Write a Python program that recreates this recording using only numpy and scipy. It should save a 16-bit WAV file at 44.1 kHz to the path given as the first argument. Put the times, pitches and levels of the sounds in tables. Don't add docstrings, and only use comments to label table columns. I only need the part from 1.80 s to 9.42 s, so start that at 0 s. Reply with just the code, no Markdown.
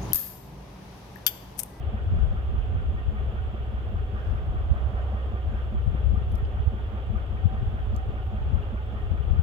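import sys
import numpy as np
from scipy import signal
from scipy.fft import rfft, irfft, next_fast_len
from scipy.io import wavfile
from scipy.ndimage import uniform_filter1d

SR = 44100
rng = np.random.default_rng(int(sys.argv[2]) if len(sys.argv) > 2 else 0)


def wav_out(sig):
    wavfile.write(sys.argv[1], SR, np.round(np.clip(np.atleast_2d(sig).T, -1, 1) * 32767).astype(np.int16))


N = 336042
TIME = np.arange(N) / SR
SIZE = next_fast_len(N, True)
FREQ = np.maximum(np.fft.rfftfreq(SIZE, 1 / SR), 1)
CYCLE_HZ = 5.0

# multiple of the engine cycle, level in dB.
EXHAUST_HARMONICS = [(8, -43), (9, -50), (10, -43), (11, -44), (12, -43), (13, -35), (14, -47), (15, -50),
                     (16, -46), (18, -48), (19, -40), (21, -48), (22, -49), (24, -53), (26, -60), (27, -60),
                     (29, -60)]
# seconds into the cycle, pitch in Hz, width in Hz, level in dB.
ENGINE_KNOCKS = [(.115, 207, 29, -48.7), (.114, 260, 105, -60), (.122, 178, 80, -60.5),
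                 (.139, 235, 80, -61.5), (.137, 359, 75, -58.5), (.004, 412, 46, -60),
                 (.050, 430, 90, -65.5), (.100, 430, 110, -64), (.121, 580, 220, -63),
                 (.140, 640, 260, -62.5), (.159, 800, 630, -66.5)]
# seconds into the cycle, half length in seconds, centre and width in Hz, level in dB.
VALVE_RATTLES = [(.164, .015, 1230, 300, -61.5), (.186, .013, 1420, 360, -63),
                 (.186, .022, 1850, 140, -65.5), (.178, .012, 2300, 900, -70.5),
                 (.029, .011, 2860, 1200, -71.5)]
# centre in Hz, width in Hz, level in dB.
COVER_RESONANCES = [(408, 16, -63), (741.3, 39, -61), (1137, 12, -72.5), (1198, 45, -65.5),
                    (1296, 19, -75.5), (1495, 25, -71.5), (1850, 22, -71.5), (2745, 42, -73)]
# seconds into the cycle, pitch in Hz, base level in dB.
ENGINE_SQUEAKS = [(.018, 6950, -88), (.040, 7830, -89), (.065, 7720, -85.5), (.122, 6920, -86),
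                  (.148, 7600, -89), (.146, 8700, -91)]
# frequency in Hz, gain in dB.
ECHO_COLOUR = [(150, -5), (500, 0.5), (1200, 5.5), (3000, 0)]
# frequency in Hz, lead of the right port over the left in dB.
RIGHT_LEAD = [(200, 0.5), (400, 1.5), (750, 3.5), (1300, 5), (2500, 0.5), (7000, 3.5), (12000, 0.5)]
# frequency in Hz, relative level in dB.
AIR_SPECTRUM = [(120, 3), (300, -3), (400, 0), (600, -2.5), (760, -4.5), (950, -11), (1250, -9.5),
                (2000, -17.5), (2700, -16.5), (3350, -15), (3900, -30.5), (5200, -37), (6300, -40.5),
                (7700, -42), (9800, -48), (11700, -42.5), (15000, -42)]
ROAD_SPECTRUM = [(250, -16), (460, -2.5), (680, -0.5), (900, -10), (1130, -8), (1550, -14.5), (2200, -24),
                 (4000, -38.5), (8000, -53)]
GRASS_SPECTRUM = [(800, -17), (1250, 3), (1550, 8), (2000, -10.5), (3200, -11.5), (4200, -23), (6500, -34),
                  (12000, -39.5)]
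RUMBLE_SPECTRUM = [(12, -31), (24, -12), (40, -1.5), (62, -1.5), (85, -0.5), (115, -13), (160, -20),
                   (250, -35), (500, -54), (1500, -90)]
# time in seconds, relative level in dB.
WHINE_LEVELS = [(0.0, -58), (1.2, -70.5), (1.7, -58.5), (2.8, -60), (3.4, -55.5), (3.84, -62),
                (5.04, -69.5), (5.42, -70.5), (5.63, -51), (5.88, -60.5), (6.25, -53), (6.55, -56),
                (6.85, -67), (7.15, -66), (7.36, -57.5), (7.6, -57.5)]
# peak time and half length in seconds, level in dB, pitch in Hz.
FAST_CAR_PASSES = [(4.97, 0.26, -56.5, 890), (6.65, 0.14, -56, 876), (7.06, 0.16, -57, 860)]
# peak time and half length in seconds, hiss and rustle levels in dB.
GRASS_PUFFS = [(.42, 0.16, -59.5, -77.5), (2.38, 0.045, -57, -83), (2.517, 0.13, -55, -76.5),
               (3.17, 0.1, -63, -80), (3.772, .06, -53, -90), (5.95, .22, -62, -90)]
# time in seconds, strength in dB, lean to the left port in dB.
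BREEZE_COURSE = [(0.0, -31.5, 4), (.15, -33, -3.5), (.35, -26.5, 6), (.58, -31, 7), (.78, -30.5, -4.5),
                 (.98, -30.5, -1.5), (1.8, -31, 6), (2.7, -30, 1), (2.88, -29.5, 1), (3.05, -31, -14.5),
                 (3.45, -34.5, 1.5), (3.92, -35, 5.5), (4.05, -29.5, 14.5), (4.5, -29.5, 8.5),
                 (4.8, -30, -8), (5.15, -35, 7.5), (5.6, -30, 15.5), (5.94, -31.5, -5), (6.08, -31.5, 2),
                 (6.3, -31.5, 5), (6.48, -32, 9), (6.76, -30, 11), (7.15, -36, 0.5), (7.33, -30.5, 13.5),
                 (7.6, -36, 16.5)]
# time in seconds, port (0 left, 1 right), strength in dB, frequency in Hz.
PORT_EDDIES = [(1.287, 0, -12.5, 62.2), (2.917, 1, -7.5, 70), (4.076, 0, -14.5, 98), (4.150, 0, -19, 138),
               (4.269, 0, -14.5, 62), (4.375, 0, -13.5, 86.5), (4.419, 0, -17.5, 95), (4.540, 0, -20, 84.6),
               (4.627, 1, -19.5, 105), (4.806, 1, -16.5, 75.5), (4.878, 1, -10, 72.5),
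               (5.303, 0, -15.5, 94.6), (5.658, 0, -6, 87.6), (5.83, 0, -15.5, 104), (6.295, 0, -20, 107),
               (6.733, 0, -15, 70.7), (7.317, 0, -13, 77.7), (7.407, 0, -13.5, 65.7),
               (7.595, 0, -6.5, 74.2)]
# peak time and half length in seconds, level in dB, centre in Hz.
BRIGHT_RUSTLES = [(2.5, .1, -78, 12500), (4.56, .05, -71, 11500), (6.162, .04, -74, 6000),
                  (6.45, .05, -77, 13000)]
# start in seconds, mid-port peak in dB, centre and width in Hz, decay in seconds.
FINGER_TICKS = [(4.4985, -60, 10800, 3500, .001), (4.5145, -58.5, 5300, 2000, .002),
                (4.5203, -48.5, 11100, 2600, .0013), (4.555, -45, 9800, 6960, .0009),
                (4.555, -48.5, 5400, 1800, .001), (4.582, -52, 13500, 5500, .001),
                (4.648, -47, 3100, 700, .005), (4.651, -60, 4860, 500, .004),
                (6.1492, -52.5, 4950, 1900, .0008), (6.1628, -44, 6850, 2200, .001),
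                (6.1626, -52.5, 4600, 1300, .001), (6.163, -51.5, 11900, 1800, .0014),
                (6.469, -59, 13500, 4000, .001)]


def undb(db):
    return 10 ** (np.asarray(db) / 20)


def unit(x):
    return x / np.sqrt(np.mean(x ** 2))


def curves(table):
    times, *columns = np.transpose(table)
    return [np.interp(TIME, times, column) for column in columns]


def colour(points):
    hz, db = np.transpose(points)
    return undb(np.interp(np.log(FREQ), np.log(hz), db))


def band(hz, width):
    return 1 / (1 + 1j * (FREQ / hz - hz / FREQ) * hz / width) ** 2


def shaped(x, response):
    return irfft(rfft(x, SIZE) * response, SIZE)[..., :N]


def noise(response):
    return unit(shaped(rng.standard_normal(SIZE), response))


def walk(rate):
    hold = int(SR / rate)
    steps = np.repeat(rng.standard_normal(N // hold + 1), hold)
    return 1.12 * uniform_filter1d(uniform_filter1d(steps, hold), hold)[:N]


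def swell(s, half_s):
    return np.exp(-((TIME - s) / half_s) ** 2)


def cycle_gate(s, half_s):
    away_s = (((TIME - s) * CYCLE_HZ + .5) % 1 - .5) / CYCLE_HZ
    return np.exp(-(away_s / half_s) ** 2)


def from_right(x, lag_s=.000275):
    shade = np.sqrt(colour(RIGHT_LEAD))
    delay = np.exp(-2j * np.pi * FREQ * lag_s)
    return np.array([shaped(x, delay / shade), shaped(x, shade)])


def all_around(response, direct, port_travel_s=.00031):
    alike = np.sinc(2 * FREQ * port_travel_s)
    shade = np.sqrt(colour(RIGHT_LEAD))
    mid, side = (shaped(noise(response), np.sqrt((1 + sign * alike) / 2)) for sign in (1, -1))
    diffuse = np.array([shaped(mid + side, 1 / shade), shaped(mid - side, shade)])
    return np.sqrt(1 - direct) * diffuse + np.sqrt(direct) * from_right(noise(response))


def exhaust_drone(waver_db=1.5):
    phase = 2 * np.pi * CYCLE_HZ * TIME
    out = 0
    for multiple, db in EXHAUST_HARMONICS:
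        amplitude = np.sqrt(2) * undb(db + waver_db * walk(1.4))
        out += amplitude * np.sin(multiple * phase + rng.uniform(0, 2 * np.pi))
    return out


def engine_knocks(scatter_db=.56, jitter_s=.00067, rush_share=.5):
    starts = np.arange(0, N / SR, 1 / CYCLE_HZ)
    age = TIME[:SR // 4]
    out = 0
    for s, hz, width, db in ENGINE_KNOCKS:
        late, size = rng.standard_normal((len(starts), 2)).T
        blows = np.zeros(N + SR)
        blows[np.abs((starts + s + jitter_s * late) * SR).astype(int)] = undb(scatter_db * size)
        envelope = age ** 2 * np.exp(-np.pi * width * age)
        ring = signal.fftconvolve(blows, envelope * np.sin(2 * np.pi * hz * age))[:N]
        rush = signal.fftconvolve(blows, envelope)[:N] * noise(band(hz, width) ** 2)
        out += undb(db) * unit(unit(ring) + rush_share * unit(rush))
    return out


def valve_clatter(scatter_db=1.9):
    out = 0
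    for s, half_s, hz, width, db in VALVE_RATTLES:
        gate = cycle_gate(s, half_s) * undb(scatter_db * walk(7.6))
        out += undb(db) * unit(gate * noise(band(hz, width) ** 2))
    return out


def cover_ringing():
    return sum(undb(db + walk(2.7)) * noise(band(hz, width)) for hz, width, db in COVER_RESONANCES)


def engine_squeaks(scatter_db=3.0, waver=.005, carry_db=3.5):
    out = 0
    for s, hz, db in ENGINE_SQUEAKS:
        pitch = hz * (1 + waver * walk(200))
        note = np.sqrt(2) * np.sin(2 * np.pi * np.cumsum(pitch) / SR)
        out += undb(db + scatter_db * walk(6)) * cycle_gate(s, half_s=.009) * note
    return out * undb(carry_db * swell(3.9, half_s=.6))


def hillside_echo(x, gain_db=-7, t60_s=.38):
    tails = rng.standard_normal((2, SR)) * undb(-60 * TIME[:SR] / t60_s)
    echo = np.array([signal.fftconvolve(x, tail / np.linalg.norm(tail))[:N] for tail in tails])
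    return undb(gain_db) * shaped(echo, colour(ECHO_COLOUR))


def valley_air(level_db=-44, flicker_db=1.1):
    air = all_around(colour(AIR_SPECTRUM), direct=.13)
    middle = shaped(air, np.abs(band(800, 2600)))
    return undb(level_db) * (air + middle * (undb(flicker_db * walk(14)) - 1))


def tyre_whine(hz, width_hz=19):
    flutter = noise(1 / (1 + (FREQ / width_hz) ** 4))
    return unit(flutter * np.sin(2 * np.pi * np.cumsum(hz) / SR))


def far_traffic(road_db=-60, pass_db=-47, whine_hz=763, whine_lift_db=1.4, fade_db=2.2):
    passing = undb(pass_db) * swell(3.14, half_s=.7)
    roar = all_around(colour(ROAD_SPECTRUM), direct=.24) * np.hypot(undb(road_db), passing)
    drift = 1 + .008 * walk(1.5)
    whine = undb(curves(WHINE_LEVELS)[0] + whine_lift_db) * tyre_whine(whine_hz * drift)
    for s, half_s, db, hz in FAST_CAR_PASSES:
        whine += undb(db) * swell(s, half_s) * tyre_whine(hz * drift)
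    return roar + from_right(whine * undb(fade_db * walk(9)))


def grass(lull_db=-74, grain_db=4.0, rustle_hz=5000, width_hz=1900):
    soft = undb(lull_db) + sum(undb(db) * swell(s, half_s) for s, half_s, db, _ in GRASS_PUFFS)
    crisp = sum(undb(db) * swell(s, half_s) for s, half_s, _, db in GRASS_PUFFS)
    crisp *= undb(grain_db * walk(150))
    stalks = np.array([noise(band(rustle_hz, width_hz)) for _ in range(2)])
    return soft * all_around(colour(GRASS_SPECTRUM), direct=.046) + crisp * stalks


def wind_rumble(flutter_db=4.4, rumble_db=-1.0, strong_db=-22, tear_db=-41, tear_slope=1.5):
    strength_db, lean_db = curves(BREEZE_COURSE)
    ports = []
    for side in 1, -1:
        push_db = strength_db + side * lean_db / 2 + flutter_db * walk(16)
        low = undb(push_db + rumble_db) * noise(colour(RUMBLE_SPECTRUM))
        high = undb(tear_db + tear_slope * (push_db - strong_db)) * noise(band(135, 130) ** 2)
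        ports.append(low + high)
    return np.array(ports)


def eddy_thumps(half_cycles=.69, core_db=-13):
    out = np.zeros((2, N))
    for s, port, db, hz in PORT_EDDIES:
        for part_hz, part_db in (hz, db), (2 * hz, db + core_db):
            turns = (TIME - s) * part_hz
            envelope = 1 / np.cosh(np.clip(turns / half_cycles, -20, 20))
            out[port] -= undb(part_db) * envelope * np.sin(2 * np.pi * turns)
    return out


def bright_rustles(width_share=.9, left_db=-5):
    out = 0
    for s, half_s, db, hz in BRIGHT_RUSTLES:
        hiss = np.array([undb(port_db) * noise(band(hz, width_share * hz)) for port_db in (left_db, 0)])
        out += undb(db) * swell(s, half_s) * hiss
    return out


def finger_ticks(attack_s=.00065, rub_db=-31, rub_s=.016, right_lead_db=8.5):
    out = np.zeros((2, N))
    for s, db, hz, width, decay_s in FINGER_TICKS:
        age = np.maximum(TIME - s, 0)
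        rise = 1 - np.exp(-age / attack_s)
        fall = np.exp(-age / decay_s) + undb(rub_db) * np.exp(-age / rub_s)
        crack = shaped(rise * fall * rng.standard_normal((2, N)), band(hz, width))
        out += undb(db) * crack / np.abs(crack).max(axis=1, keepdims=True)
    return out * undb([[-right_lead_db / 2], [right_lead_db / 2]])


def scene():
    rattle = engine_knocks() + valve_clatter() + cover_ringing()
    engine = from_right(exhaust_drone() + rattle + engine_squeaks()) + hillside_echo(rattle)
    landscape = valley_air() + far_traffic() + grass()
    close_by = wind_rumble() + eddy_thumps() + finger_ticks() + bright_rustles()
    return engine + landscape + close_by


def record(dry):
    open_s, top_hz = .004, 15750
    low_pass = signal.ellip(10, .1, 80, top_hz, fs=SR, output="sos")
    return signal.sosfilt(low_pass, dry * np.minimum(TIME / open_s, 1))


dry = scene()
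out = record(dry)
wav_out(out)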